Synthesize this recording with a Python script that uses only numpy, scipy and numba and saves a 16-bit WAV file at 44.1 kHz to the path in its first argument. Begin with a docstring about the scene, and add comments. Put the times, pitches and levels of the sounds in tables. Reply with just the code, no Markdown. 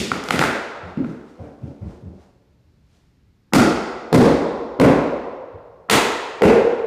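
"""The room still rings from a hammer blow as a strip and tools clatter onto a board floor. Soft bumps and
distant footsteps follow amid rustling clothes; then nails go through thin wooden strips. Impacts excite damped
modes of wood and steel; noise with banded decay makes the empty room reverberate. Shaped noise gives cloth,
rumble and hiss. The recorder's limiter flattens loud blows, so that the room swells up behind them."""
import sys
import numpy as np
from scipy import signal
from scipy.io import wavfile
from scipy.ndimage import uniform_filter1d, minimum_filter1d
from numba import njit

SR = 44100
rng = np.random.default_rng(int(sys.argv[2]) if len(sys.argv) > 2 else 0)


def pcm_store(signal):
    """Save signal as 16-bit PCM."""
    levels = np.round(np.clip(np.atleast_2d(signal), -1, 1) * 32767)
    wavfile.write(sys.argv[1], SR, levels.astype(np.int16).T)


def rack_gain(trim_db):
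    """Turn a fader trim in dB into the linear factor to multiply a signal by."""
    fader = np.asarray(trim_db, float)
    return 10 ** (fader / 20)


N = 302526
LEAD = SR // 4      # samples computed ahead of time zero, so that earlier sounds ring on into the scene

# hammer blows: t/s, relative level/dB, tilt/(dB per octave), relative steel crack level/dB,
# frequency favoured by the spot f/Hz, its boost/dB
BLOWS = [(-.12, -12.5, -7, 0.5, 211, 11), (3.535, 0, -2.5, -6, 1300, 11.5), (4.128, 5, -4, -10, 927, 5.5),
         (4.799, 2.5, -3, -23, 535, 6.5), (5.898, -6.5, 7, -1, 421, 4.5), (6.420, -1.5, 3, -30, 462, 10.5)]
# centres of the mode groups boom, board, joist, knock and crack: f/Hz
PART_HZ = [110, 230, 480, 1500, 5500]
# limits of third-octave bands, in Hz
BAND_EDGES_HZ = 22 * 2 ** np.arange(0, 9.8, 1 / 3)


def at_hz(points, hz, axis=1):
    """Interpolates a table column linearly in log frequency."""
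    points = np.array(points)
    return np.interp(np.log(hz), np.log(points[:, 0]), points[:, axis])


def band(x, low, high):
    """Butterworth band-pass: maximally flat between its two cut-off frequencies in Hz."""
    return signal.sosfilt(signal.butter(2, [low, high], "band", fs=SR, output="sos"), x)


def rms_one(x):
    """Normalises the mean power to one."""
    return x / np.sqrt(np.mean(x ** 2) + 1e-20)


def add(out, sound, s):
    """Superposition: a sound is summed in from time s on."""
    at = LEAD + round(s * SR)
    out[at:at + len(sound)] += sound[:len(out) - at]


def hush():
    """Stationary noise with a set spectral density: rumble of the house and hiss of the microphone."""
    # noise spectrum: f/Hz, relative spectral density level/dB
    spectrum = [(15, -43.5), (25, -13.5), (64, 1.5), (130, -2), (439, -18.5), (516, -26), (1840, -30.5),
                (2220, -30.5), (3340, -35.5), (4250, -33), (10100, -48.5), (14800, -45), (16000, -73)]
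    hush_db = -57.5
    white = rng.standard_normal((2, N + LEAD))
    total = 0
    for k, (low, high) in enumerate(zip(BAND_EDGES_HZ, BAND_EDGES_HZ[1:])):
        density = rack_gain(at_hz(spectrum, np.sqrt(low * high)))
        total = total + density * band(white[k % 2], low, high)     # adjacent bands are independent
    return rack_gain(hush_db) * rms_one(total[LEAD:])


def moving():
    """Friction noise under exponential swells: dull shuffling on boards and grainy rustle of cloth."""
    # movements of cloth and knees: t/s of the peak, shuffle level/dB, rustle level/dB
    stirs = [(.9, -40, -66), (1.1, -66, -61), (1.3, -72, -66), (1.46, -49, -69), (1.68, -73, -67.5),
             (1.91, -49.5, -62), (2.22, -55.5, -67), (2.7, -91, -83), (2.96, -68, -67)]
    rise_db_per_s, fall_db_per_s = 137.5, 84
    peak_s, shuffle_db, rustle_db = np.transpose(stirs)
    since = np.arange(N)[:, None] / SR - peak_s
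    swell = rack_gain(np.minimum(rise_db_per_s * since, -fall_db_per_s * since))
    white = rng.standard_normal((2, N))
    # random bursts of strength make the noise grainy
    grains = white[1] * rack_gain(3.8 * np.minimum(rng.exponential(1, N), 4))
    shuffle = swell @ rack_gain(shuffle_db) * rms_one(band(white[0], 202, 864))
    rustle = swell @ rack_gain(rustle_db) * rms_one(band(grains, 900, 6100))
    return shuffle + rustle


def room():
    """Reverberation at one spot: diffuse echoes build up and decay per band, first fast, then slowly."""
    # reverberation by frequency: f/Hz, late decay time t60/s, relative echo level/dB
    reverberation = [(61, 1.1, -8), (100, 0.35, -1.5), (172.8, 0.58, 2), (260, 1.066, 0), (323, 1.11, 4.5),
                     (483, 2.05, -1), (723, 1.81, -0.5), (963, 2.27, -5), (1396, 1.69, -3.5),
                     (2350, 1.37, 1.5), (3700, 1.375, -4), (6150, 1.074, 0), (10000, 0.61, 4.5),
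                     (16200, 0.52, -1)]
    # lone echoes from the nearest walls: delay t/ms before a random shift of up to 5 %, level/dB
    wall_echoes = [(14, -21), (19, -12), (25, -14), (38, -21.5), (50, -13), (61, -16)]
    echo_db, first_echo_s, build_s = 2.5, 0.0063, 0.0089
    early_db, early_share = 4, 0.45     # early decay: its level, its t60 as a share of the late one
    corner_db, corner_fade_s = -20, 0.0027

    t = np.arange(2 * SR) / SR
    white, tail = rng.standard_normal((2, len(t))), 0
    for k, (low, high) in enumerate(zip(BAND_EDGES_HZ, BAND_EDGES_HZ[1:])):
        hz = np.sqrt(low * high)
        fall_db = -60 * t / at_hz(reverberation, hz)
        decay = rack_gain(fall_db) + rack_gain(early_db + fall_db / early_share)
        strength = rack_gain(at_hz(reverberation, hz, axis=2))
        tail = tail + band(white[k % 2], low, high) * decay * strength
    build = 1 - np.exp(-np.maximum(t - first_echo_s, 0) / build_s)
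    echoes = rack_gain(echo_db) * rms_one(tail * build) / np.sqrt(len(t))     # unit energy, then its level
    # scatter from the skirting and tools right beside the hit
    scatter = band(rng.standard_normal(len(t)), 490, 17000) * np.exp(-t / corner_fade_s)
    echoes += rack_gain(corner_db) * scatter
    for ms, level_db in wall_echoes:
        echoes[round(ms * SR / 1000 * rng.uniform(.95, 1.05))] += rack_gain(level_db)
    return echoes


def ring(clicks, hz, t60):
    """Damped resonator: a unit click sets a sine ringing from height 1, falling 60 dB in t60 seconds."""
    r, w = rack_gain(-60 / (t60 * SR)), 2 * np.pi * hz / SR
    return signal.lfilter([0, np.sin(w)], [1, -2 * r * np.cos(w), r * r], clicks + 1e-18)


def impact(levels_db, favoured_hz=1000, favoured_db=0):
    """Modal superposition: a click excites each mode by its own strength; odd and even modes in two rows."""
    # modes of floor, strip and hammer head, one list per part: f/Hz, relative level/dB, t60/s
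    part_modes = [
        [(70, -3, 0.024), (82, -1, 0.14), (127, -1.5, 0.036), (172.7, -3, 0.12)],
        [(163, 9, 0.046), (230.6, 0.5, 0.041), (262.4, -2.5, 0.039), (318, -8, 0.037)],
        [(384.8, -11.5, 0.054), (471, -4, 0.029), (537, -2, 0.018)],
        [(717, -0.5, 0.01), (888, -3.5, 0.01), (1014, -2.5, 0.01), (1360, -0.5, 0.01), (1576, -5, 0.0085),
         (1964, 0.5, 0.0055), (2510, -1.5, 0.0046), (3050, -2.5, 0.0029)],
        [(3620, 0, 0.0034), (3933, 1.5, 0.0022), (4720, 1, 0.0019), (6470, 1.5, 0.00096), (8580, -3.5, 0.00063),
         (11600, -26.5, 0.0003), (13800, -13, 0.0017)],
    ]
    favour_octaves, mode_spread_db = 0.19, 3
    click = signal.unit_impulse(SR // 4)
    centres = list(zip(PART_HZ, levels_db))     # strength glides from the centre of one part to the next
    modes = [(at_hz(centres, hz) + db, hz, t60)
             for part in part_modes[:len(centres)] for hz, db, t60 in part]
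    octaves = np.log2(np.array(modes)[:, 1] / favoured_hz)
    spot_db = favoured_db * np.exp(-(octaves / favour_octaves) ** 2)
    spot_db = spot_db + mode_spread_db * rng.standard_normal(len(modes))
    # neighbours in opposite phase leave no holes between them
    rings = np.array([ring(click, hz, t60) * rack_gain(db + spot_db[k]) * (-1) ** k
                      for k, (db, hz, t60) in enumerate(modes)])
    halves = [rings[0::2].sum(axis=0), rings[1::2].sum(axis=0)]
    return signal.sosfilt(signal.butter(4, 62, "high", fs=SR, output="sos"), halves)


def struck(row, wood_db):
    """Excitation spectrum: the wood's answer, tilted by how hard and where it is hit, and the steel crack."""
    db, tilt_db, crack_db = row[1:4]
    wood = [db + own_db + tilt_db * np.log2(hz / PART_HZ[2]) for hz, own_db in zip(PART_HZ, wood_db)]
    return wood + [crack_db]


def smeared(sound, ms):
    """Convolution with a noise swell: many small pushes draw a sound out at unchanged energy."""
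    size = round(ms * SR / 1000)
    pushes = rng.standard_normal(size) * np.hanning(size)
    swell = signal.fftconvolve(sound, pushes[None], axes=1)
    return swell * np.linalg.norm(sound) / np.linalg.norm(swell)


def heard(rows, sounds, rooms, shadow_hz, direct_db, echo_db):
    """Direct plus reverberant sound; arms and knees shade the treble of the direct path."""
    out = np.zeros(N + LEAD)
    shadow = signal.butter(1, shadow_hz, fs=SR, output="sos")
    for k, (row, sound) in enumerate(zip(rows, sounds)):
        direct = signal.sosfilt(shadow, sound.sum(axis=0))
        add(out, rack_gain(direct_db) * direct, row[0])
        for side, half in enumerate(sound):     # the two sets of modes radiate in other directions
            echo = signal.fftconvolve(half, rooms[(k + side) % len(rooms)])
            add(out, rack_gain(echo_db) * echo, row[0])
    return out


def bumps(rooms):
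    """Long contacts excite the lower modes only: soft, dull bumps on the boards and distant footsteps."""
    # t/s, relative boom level/dB, relative board level/dB, relative joist level/dB, contact time t/ms
    bump_rows = [(0.819, -24.5, -32, -45.5, 32.5), (.972, -34, -5.5, -39, 1.8),
                 (1.06, -28, -21.5, -50, 19.6), (1.369, -30.5, -24, -25, 73), (1.61, -22, -26, -35.5, 46),
                 (1.789, -16, -30.5, -36, 83), (1.999, -21, -31, -48.5, 100),
                 (2.612, -43.5, -76.5, -80.5, 110), (5.5, -32.5, -45.5, -33, 110)]
    soft = [smeared(impact(row[1:-1]), row[-1]) for row in bump_rows]
    return heard(bump_rows, soft, rooms, shadow_hz=630, direct_db=-2, echo_db=-7)


def clatter(rooms):
    """A high direct-to-reverberant ratio: a strip and tools fall near the microphone."""
    # knocks: t/s, relative level/dB, tilt/(dB per octave), relative crack level/dB
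    knock_rows = [(0.117, -15.5, 1.1, -33.5), (0.239, -45, -1.4, -23), (0.287, -25, 0, -18),
                  (0.307, -15.5, 6.5, -15.5), (.338, -16.5, -3.5, -32), (.361, -18.5, -2, -25),
                  (.392, -12.5, 3.5, -9.5), (.414, -17, 6, -53), (.425, -16.5, 6, -50.5),
                  (0.438, -20, 4.5, -36.5), (1.045, -41, 6.5, -57)]
    # answer of the wood in boom, board, joist and knock: relative level/dB
    wood_db = (-22, 1.5, -1.6, 5.5)
    knocks = [impact(struck(row, wood_db)) for row in knock_rows]
    return heard(knock_rows, knocks, rooms, shadow_hz=6400, direct_db=2.5, echo_db=-6.0)


def hammer(rooms):
    """Impulsive excitation: blows ring wood modes and a steel crack, then the reverberant room."""
    # answer of the wood in boom, board, joist and knock: relative level/dB
    wood_db = (-24, -6, -2, -6)
    lead_s, blur_db, blur_low_hz, blur_high_hz = .0135, -19, 120, 1500
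    blows = [impact(struck(row, wood_db), *row[-2:]) for row in BLOWS]
    out = heard(BLOWS, blows, rooms, shadow_hz=4600, direct_db=-5.5, echo_db=0.5)
    # a faint dull blur ahead of each blow
    for row, blow in zip(BLOWS, blows):
        dull = band(band(blow, blur_low_hz, blur_high_hz), blur_low_hz, blur_high_hz)
        blur = smeared(dull, 7.6).sum(axis=0)
        add(out, rack_gain(blur_db) * blur, row[0] - lead_s)
    return out


def scene():
    """Linear superposition of all sources; the impacts share one set of room responses."""
    rooms = [room() for blow in BLOWS]
    impacts = hammer(rooms) + clatter(rooms) + bumps(rooms)
    return (impacts[LEAD:] + moving() + hush())[None]


@njit
def held_peak(level, fall):
    """Peak detector: jumps to every peak and sinks back exponentially."""
    out, held = np.empty_like(level), 0.
    for i in range(len(level)):
        held = max(level[i], held * fall)
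        out[i] = held
    return out


def top_cut(x):
    """Nothing passes above the cut-off."""
    return signal.sosfilt(signal.butter(12, 16310, fs=SR, output="sos"), x)


def record(dry):
    """Look-ahead gain control limits peaks and recovers exponentially; a low-pass cuts the top."""
    ceiling_db, attack_s, release_s, cutoff_hz = -3.4, .0005, .022, 16200
    reach = max(1, round(attack_s * SR))
    peak = held_peak(np.abs(dry[0]), np.exp(-1 / (release_s * SR)))
    needed = np.minimum(1, rack_gain(ceiling_db) / (peak + 1e-9))
    gain = minimum_filter1d(needed, 2 * reach + 1)      # falls ahead of each peak
    limited = dry * uniform_filter1d(gain, reach)
    mix = signal.sosfilt(signal.cheby2(12, 60, cutoff_hz, fs=SR, output="sos"), limited)
    return top_cut(mix)


dry = scene()
out = record(dry)
pcm_store(out)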